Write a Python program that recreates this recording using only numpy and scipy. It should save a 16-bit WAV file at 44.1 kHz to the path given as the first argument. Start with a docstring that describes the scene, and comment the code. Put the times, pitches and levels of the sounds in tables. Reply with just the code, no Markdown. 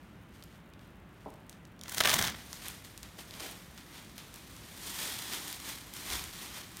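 """Tearing off a plastic apron

A thin plastic apron is ripped off its pad on a table, in a hard-floored room with rumbling ventilation.
Fingertips rub the film, a hand lands on the table, and the perforation gives way in a run of snaps.
The loose sheet is lifted and shaken open: its creases buckle in dense crackles as it flaps the air."""
import sys
import numpy as np
from scipy import signal
from scipy.fft import rfft, irfft
from scipy.io import wavfile
from scipy.ndimage import uniform_filter1d

SR = 44100
rng = np.random.default_rng(int(sys.argv[2]) if len(sys.argv) > 2 else 0)


def store_pcm(level_fs):
    """Save levels as 16-bit WAV."""
    pcm = np.round(np.clip(level_fs, -1, 1) * 32767).astype(np.int16)
    wavfile.write(sys.argv[1], SR, np.atleast_2d(pcm).T)


N = 299880
TIME = np.arange(N) / SR

# The tone of the ventilation. Each row: frequency in Hz, relative level in dB.
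VENTILATION_COLOUR = [(15, -32), (25, -43), (43, -9), (108, -9.5), (153, -7), (200, -5.5), (242, -10.5),
                      (344, -12.5), (439, -19), (659, -20), (796, -21), (1440, -21.5), (2760, -28.5),
                      (5000, -45), (16000, -46.5)]
# Low notes of the room that the ventilation keeps booming. Each row: pitch in Hz, width in Hz, level in dB.
ROOM_BOOMS = [(62, 8.2, -63), (102.7, 8, -65), (172, 19, -65.5)]
# Fingertips feel for the film's edge. Each row: peak time, rise and fall in seconds, relative level in dB.
FINGER_RUBS = [(0.02, .05, 0.47, -68.5), (0.345, 0.019, 0.1, -60.5), (0.55, .1, .05, -62.5),
               (0.815, .012, 0.11, -64.5), (1.23, 0.12, 0.25, -65.5), (1.52, .012, 0.049, -64.5)]
# The tone of the rubbed or rustling sheet. Each row: frequency in Hz, relative level in dB.
SHEET_COLOUR = [(140, -27), (240, -1), (347, 0.5), (511, -9), (996, -1.5), (1440, -2.5), (1910, 0.5),
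                (2860, -2), (3230, -1.5), (7520, -6.5), (9120, -5.5), (10500, -8.5), (12100, -8),
                (15200, -11), (16000, -32)]
# A bridge in the perforation breaks or a crease flips.
# Each row: time in seconds, relative level in dB, pitch in Hz.
FILM_SNAPS = [(0.425, -41, 4200), (0.4382, -35, 9800), (0.7364, -46.5, 3280), (0.793, -49, 2580),
              (1.3033, -45, 8300), (1.3396, -44, 9200), (1.4953, -32, 7250), (1.528, -44, 4180),
              (1.6521, -45, 5600), (1.7923, -44, 5100), (1.8125, -33.5, 4970), (1.8355, -30, 5800),
              (1.8815, -32, 5470), (1.895, -24, 8200), (1.9465, -20, 9200), (1.9817, -16.5, 5700),
              (1.9912, -22, 6110), (2.004, -16.5, 3980), (2.0081, -17, 2980), (2.015, -15, 7500),
              (2.037, -17, 3950), (2.0553, -15, 2540), (2.0946, -16, 3960), (2.102, -16, 4400),
              (2.1151, -20, 2700), (2.1427, -13, 7400), (2.187, -18, 5940), (2.2246, -16, 5000),
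              (2.251, -22, 4680), (2.275, -20.5, 4570), (2.2997, -25, 7400), (2.5297, -28, 6000),
              (2.6833, -20, 10300), (2.9767, -31, 8000), (3.0305, -30, 5800), (3.3087, -34.5, 4100),
              (3.339, -36, 3700), (3.4046, -30.5, 4970), (3.7773, -37, 3900), (4.565, -38, 6030),
              (5.3348, -25, 5000), (3.512, -27, 11600), (4.1804, -29.5, 6070), (4.341, -29, 10300),
              (4.3595, -30, 9500), (5.48, -25, 8500), (5.5275, -23.5, 8450), (5.938, -24.5, 10800),
              (6.1019, -26.5, 4000), (6.24, -26.5, 7900), (6.7702, -30, 7040)]
# The notes of the table top. Each row: pitch in Hz, width in Hz, relative level in dB.
TABLE_NOTES = [(327, 70, 4), (433, 100, 2), (580, 130, 4), (760, 270, 2), (920, 170, 2)]
# The tear runs along the pad.
# Each row: time in seconds, relative levels of wide folds and of fine creases in dB.
TEAR_LEVELS = [(1.85, -49.5, -64), (1.9, -47, -43), (1.975, -37, -35), (2.025, -36.5, -47),
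               (2.06, -26, -31), (2.14, -27.5, -27), (2.275, -31.5, -36), (2.32, -42.5, -52),
               (2.42, -53, -78)]
# The tone of the tear. Each row: frequency in Hz, relative level in dB.
TEAR_COLOUR = [(150, -20), (250, -6.5), (538, -3.5), (662, 0.5), (761, 0.5), (1980, 3), (2710, -5),
               (3170, 1), (4990, -7), (6250, -4), (7570, -9), (8850, -6.5), (10400, -9.5), (12100, -8),
               (16000, -11)]
# The tear jumps ahead. Each row: start and length in seconds, boost in dB.
TEAR_SPURTS = [(2.005, 0.0078, 17.5), (2.05, 0.012, 4), (2.073, 0.0046, 7.5), (2.118, 0.014, 3)]
# The sheet swishes. Each row: peak time, rise and fall in seconds, relative level in dB,
# lowest and highest frequency in Hz.
SHEET_SWISHES = [(2.2, 0.15, 0.1, -39, 60, 226), (3.2, .02, 0.022, -54, 282, 870),
                 (3.445, 0.066, 0.07, -49.5, 282, 880), (6.14, 0.054, 0.094, -43.5, 46, 80)]
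# The hanging sheet never quite rests. Each row: time in seconds, relative level in dB.
SHEET_STIRRING = [(2.36, -53.5), (2.9, -60), (3.75, -60), (4.3, -58.5), (4.6, -54.5), (5.3, -48),
                  (5.85, -55), (6.8, -54.5)]
# The hands move the loose sheet.
# Each row: peak time, rise and fall in seconds, relative level in dB, extra treble in dB.
HAND_MOVES = [(2.54, 0.042, .07, -54, 5), (2.66, .05, 0.088, -44.5, -0.5), (2.848, 0.0044, 0.057, -54, 2),
              (3.04, .008, 0.051, -52.5, -9), (3.189, 0.005, 0.031, -44.5, 0),
              (3.441, 0.083, 0.095, -43, -0.5), (3.781, 0.0068, 0.048, -51.5, -6),
              (3.965, 0.054, 0.076, -49.5, -3), (4.185, 0.0091, 0.072, -49.5, -4),
              (4.35, 0.0088, 0.072, -54.5, -1), (4.88, 0.072, 0.19, -45, 4.5),
              (5.01, 0.051, 0.27, -39.5, 2.5), (5.345, 0.05, 0.054, -39, 0.5),
              (5.5, 0.087, 0.073, -45.5, 3), (5.689, 0.05, 0.079, -41.5, 1.5),
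              (5.95, .014, 0.23, -47.5, 2.5), (6.135, 0.062, 0.078, -36, 0.5), (6.44, 0.17, 0.092, -46, 1),
              (6.575, 0.056, .055, -43.5, -1), (6.78, 0.017, .06, -52.5, -1)]
# How long the room rings. Each row: frequency in Hz, seconds to fade by 60 dB.
ROOM_DECAY = [(200, 0.66), (1000, 0.61), (4000, 0.45), (14000, 0.39)]
# Echoes from table, body and floor. Each row: delay in seconds, level in dB against the direct sound.
CLOSE_ECHOES = [(.0029, -21.5), (.0066, -38), (0.017, -19.5), (0.0248, -20.5)]
# Peaks and dips of the microphone's opening. Each row: frequency in Hz, width in Hz, boost or cut in dB.
MICROPHONE_PORT = [(463, 34, 0), (587, 54, 1.5), (2700, 270, -1), (3480, 1200, 2.5), (7800, 930, -1.5),
                   (9200, 1500, 0), (10380, 410, -5)]


def from_db(db):
    """Turn decibels into a gain, a number to multiply a sound by."""
    return 10 ** (np.asarray(db) / 20)


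def unit_power(x):
    """Scale a signal to an average power of one."""
    return x / np.sqrt(np.mean(x ** 2) + 1e-20)


def steady(x, window_s=0.046):
    """Even out the loudness but keep the fine grain."""
    power = np.abs(uniform_filter1d(x ** 2, int(window_s * SR)))
    return x / np.sqrt(power + 1e-12)


def gain_curves(rows, fade_s=0.017):
    """Make a gain curve from each dB column, fading out beyond the table's ends."""
    times, *columns = np.transpose(rows)
    inside = np.interp(TIME, [times[0] - fade_s, times[0], times[-1], times[-1] + fade_s], [0, 1, 1, 0])
    return [inside * from_db(np.interp(TIME, times, db)) for db in columns]


def swell(peak_s, rise_s, fall_s, db):
    """The gain of one gesture grows to a peak and dies away."""
    since = TIME - peak_s
    distance = np.abs(since) / np.where(since < 0, rise_s, fall_s)
    return from_db(db) * np.exp(-np.minimum(distance, 20))


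def together(gains):
    """Combine the gains of unrelated sounds by adding their powers."""
    return np.sqrt(sum(gain ** 2 for gain in gains))


def drift(per_s):
    """A curve that wanders to a new random value per_s times a second."""
    points = rng.standard_normal(N // 20)
    return unit_power(np.interp(TIME * per_s, np.arange(len(points)), points))


def add(out, start_s, sound):
    """Mix a sound in at the given time."""
    i = int(np.clip(round(start_s * SR), 0, N - 1))
    out[i:i + len(sound)] += sound[:N - i]


def at_hz(table, hz):
    """Look up a frequency in a table, sliding smoothly between rows."""
    frequencies, values = np.transpose(table)
    return np.interp(np.log(hz + 1), np.log(frequencies), values)


def passband(x, hz, kind, order=2):
    """Let only the "low", the "high" or a "band" of frequencies through."""
    return signal.sosfilt(signal.butter(order, np.clip(hz, 10, .48 * SR), kind, fs=SR, output="sos"), x)


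def resonance(x, hz, width_hz):
    """Ring at one pitch: the narrower the width, the longer the ring."""
    return signal.lfilter(*signal.iirpeak(hz, hz / width_hz, fs=SR), x)


def coloured(x, colour, size=8192):
    """Give a sound the tone set out in a colour table."""
    gains = from_db(at_hz(colour, np.linspace(0, SR / 2, size // 2 + 1)))
    cepstrum = irfft(np.log(gains))
    cepstrum[1:size // 2] *= 2   # folded so that the filter rings after a click, never before
    cepstrum[size // 2 + 1:] = 0
    return signal.fftconvolve(x, irfft(np.exp(rfft(cepstrum))))[:N]


def room(x, tail_db):
    """Direct sound, a few close echoes and a smooth tail that dies sooner in the treble."""
    t, response = TIME[:SR // 2], 0
    edges_hz = np.geomspace(80, 20480, 9)
    for low, high in zip(edges_hz, edges_hz[1:]):
        band = passband(rng.standard_normal(len(t)), [low, high], "band")
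        response = response + band * 1000 ** (-t / at_hz(ROOM_DECAY, np.sqrt(low * high)))
    response *= 1 - np.exp(-t / 0.0072)
    response *= from_db(tail_db) / np.sqrt(np.sum(response ** 2))
    response[0] = 1   # the direct sound
    for delay_s, db in CLOSE_ECHOES:
        response[round(delay_s * SR)] += from_db(db)
    return signal.fftconvolve(x, response)[:N]


def moving_room(x, tail_db, paths=6):
    """The sheet keeps moving, so its clicks take different paths through the room."""
    path = rng.integers(0, paths, N)
    return sum(room(x * (path == k), tail_db) for k in range(paths))


def buckles(per_s, spread_db, limit=3.9):
    """Creases flip at random moments, making clicks of varied size."""
    sizes = from_db(spread_db * np.minimum(rng.exponential(1, N), limit))
    signs = rng.choice([-1, 1], N)
    return sizes * signs * (rng.random(N) < per_s / SR)


def ticks(per_s, spread_db, low_hz):
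    """Tiny creases flip one by one, crisp and without echo."""
    return passband(buckles(per_s, spread_db, limit=2), low_hz, "high", order=1)


def crinkle(folds, creases, film, split_hz=5000):
    """Wide folds give the body of the crackle, fine creases the treble."""
    body = steady(passband(film, split_hz, "low", order=3))
    treble = steady(passband(film, split_hz, "high", order=3))
    return folds * body + creases * treble


def ventilation(air_db=-55):
    """Moving air rumbles steadily and makes the room's low notes boom."""
    air = from_db(air_db) * unit_power(coloured(rng.standard_normal(N), VENTILATION_COLOUR))
    return air + sum(from_db(db) * unit_power(resonance(rng.standard_normal(N), hz, width_hz))
                     for hz, width_hz, db in ROOM_BOOMS)


def fingertips(slide_db=-1, tick_db=-45):
    """Fingertips slide on the film; until it tears, tiny creases tick under them."""
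    friction = room(buckles(per_s=900, spread_db=-1.5), tail_db=-5)
    slide = steady(coloured(friction, SHEET_COLOUR))
    rubbing = together(swell(*rub) for rub in FINGER_RUBS)
    gripping = TIME < TEAR_LEVELS[0][0]
    creases = from_db(tick_db) * gripping * ticks(per_s=16, spread_db=1.5, low_hz=8000)
    return from_db(slide_db) * rubbing * slide + creases


def snaps(level_db=-2, crack_db=-16, shiver_db=-17, shiver_cycles=12, neighbour_db=-7, mean_wait_s=.003):
    """Each snap rings a patch of film, leaves a duller shiver and sets off four neighbours."""
    out, t = np.zeros(N), TIME[:SR // 30]
    kick = signal.unit_impulse(len(t))
    for _ in range(14):   # smear the kick: in bending film the treble travels fastest
        kick = signal.lfilter([-0.58, 1], [1, -0.58], kick)
    for start_s, db, hz in FILM_SNAPS:
        patch = resonance(kick, hz, width_hz=min(hz / 1.2, SR / 4)) + from_db(crack_db) * kick
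        patch *= from_db(db + level_db) / np.abs(patch).max()
        waves = unit_power(passband(rng.standard_normal(len(t)), [hz / 5, hz * 0.38], "band", order=1))
        shiver = waves * np.exp(-t * hz / shiver_cycles)   # lasts longer after low snaps
        add(out, start_s, patch + from_db(db + level_db + shiver_db) * shiver)
        for wait in rng.exponential(1, size=4):   # the later a neighbour flips, the weaker it is
            strength = from_db(neighbour_db) * np.exp(-wait / 2) * rng.choice([-1, 1])
            add(out, start_s + wait * mean_wait_s, strength * patch)
    return room(out, tail_db=-10.5)


def jolts(thud_hz=620, full_below_hz=2500, level_db=-13):
    """Snaps jolt the taut sheet into a brief thud; low ones move more film and thud harder."""
    out = np.zeros(N)
    ring = resonance(signal.unit_impulse(SR // 50), thud_hz, width_hz=900)
    thud = passband(ring, 2 * thud_hz, "low")
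    thud /= np.abs(thud).max()
    for start_s, db, snap_hz in FILM_SNAPS:
        share = min(full_below_hz / snap_hz, 1) ** 2
        add(out, start_s, from_db(db + level_db) * share * thud)
    return room(out, tail_db=-9)


def knock(start_s=1.26, level_db=-33.5, patter_s=0.02, palm_push=14.5):
    """A palm lands on the dull-sounding table top and the fingers patter after it."""
    out, t = np.zeros(N), TIME[:SR // 4]
    push = rng.standard_normal(len(t)) * np.exp(-t / patter_s)
    push[0] += palm_push
    ring = sum(from_db(db) * resonance(push, hz, width_hz) for hz, width_hz, db in TABLE_NOTES)
    thump = passband(ring, 1100, "low", order=6)
    add(out, start_s, from_db(level_db) * thump / np.abs(thump).max())
    return room(out, tail_db=-8)


def tear(clump_db=4.5, tick_db=9, level_db=-4.5):
    """The film stretches, ticking, and gives way in a ragged zip between the big snaps."""
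    clicks = buckles(per_s=3500, spread_db=2, limit=4.1) * from_db(clump_db * drift(220))
    film = coloured(moving_room(clicks, tail_db=-8), TEAR_COLOUR)
    spurt_db = sum(db * ((TIME > start) & (TIME < start + length)) for start, length, db in TEAR_SPURTS)
    folds, creases = gain_curves(TEAR_LEVELS)
    ticking = from_db(tick_db) * creases * ticks(per_s=230, spread_db=3.5, low_hz=3500)
    return from_db(level_db) * (from_db(spurt_db) * crinkle(folds, creases, film) + ticking)


def flaps(level_db=-0.5):
    """The sheet billows off the pad, brushes over it and later swings through the air."""
    out = np.zeros(N)
    for *gesture, low_hz, high_hz in SHEET_SWISHES:
        swish = passband(rng.standard_normal(N), [low_hz, high_hz], "band")
        out += swell(*gesture) * steady(swish, window_s=0.044)
    return from_db(level_db) * out


def handling():
    """Hand moves and a gentle stirring set the gains of wide folds and fine creases."""
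    stir, = gain_curves(SHEET_STIRRING)
    moves = [(stir, 0)] + [(swell(*gesture), treble_db) for *gesture, treble_db in HAND_MOVES]
    folds = together(gain for gain, _ in moves)
    creases = together(gain * from_db(treble_db) for gain, treble_db in moves)
    return folds, creases


def rustle(clump_db=4, ring_db=-5, tick_db=-39, level_db=-2.5):
    """The loose sheet crackles and ticks; held up and spread out, it gains a papery ring."""
    clicks = buckles(per_s=4500, spread_db=4) * from_db(clump_db * drift(90))
    film = coloured(moving_room(clicks, tail_db=1.5), SHEET_COLOUR)
    spread_out = np.interp(TIME, [4.78, 4.9, 5.2, 5.6], [0, 1, 1, 0])
    film = film + from_db(ring_db) * spread_out * resonance(film, hz=3300, width_hz=330)
    folds, creases = handling()
    vigour = np.sqrt(creases / creases.max())   # lone ticks grow more slowly than the crackle
    ticking = from_db(tick_db) * vigour * ticks(per_s=100, spread_db=8.5, low_hz=3500)
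    return from_db(level_db) * (crinkle(folds, creases, film) + ticking)


def scene():
    """Add all the sounds into one channel."""
    return (ventilation() + fingertips() + snaps() + jolts() + knock() + tear() + flaps() + rustle())[None]


def record(dry, low_cut_hz=28, high_cut_hz=15900):
    """The microphone's opening colours the sound; the deepest bass and highest treble are cut."""
    for hz, width_hz, db in MICROPHONE_PORT:
        dry = dry + (from_db(db) - 1) * resonance(dry, hz, width_hz)
    dry = passband(dry, low_cut_hz, "high", order=3)
    return signal.sosfilt(signal.ellip(12, .1, 80, high_cut_hz, fs=SR, output="sos"), dry)


dry = scene()
out = record(dry)
store_pcm(out)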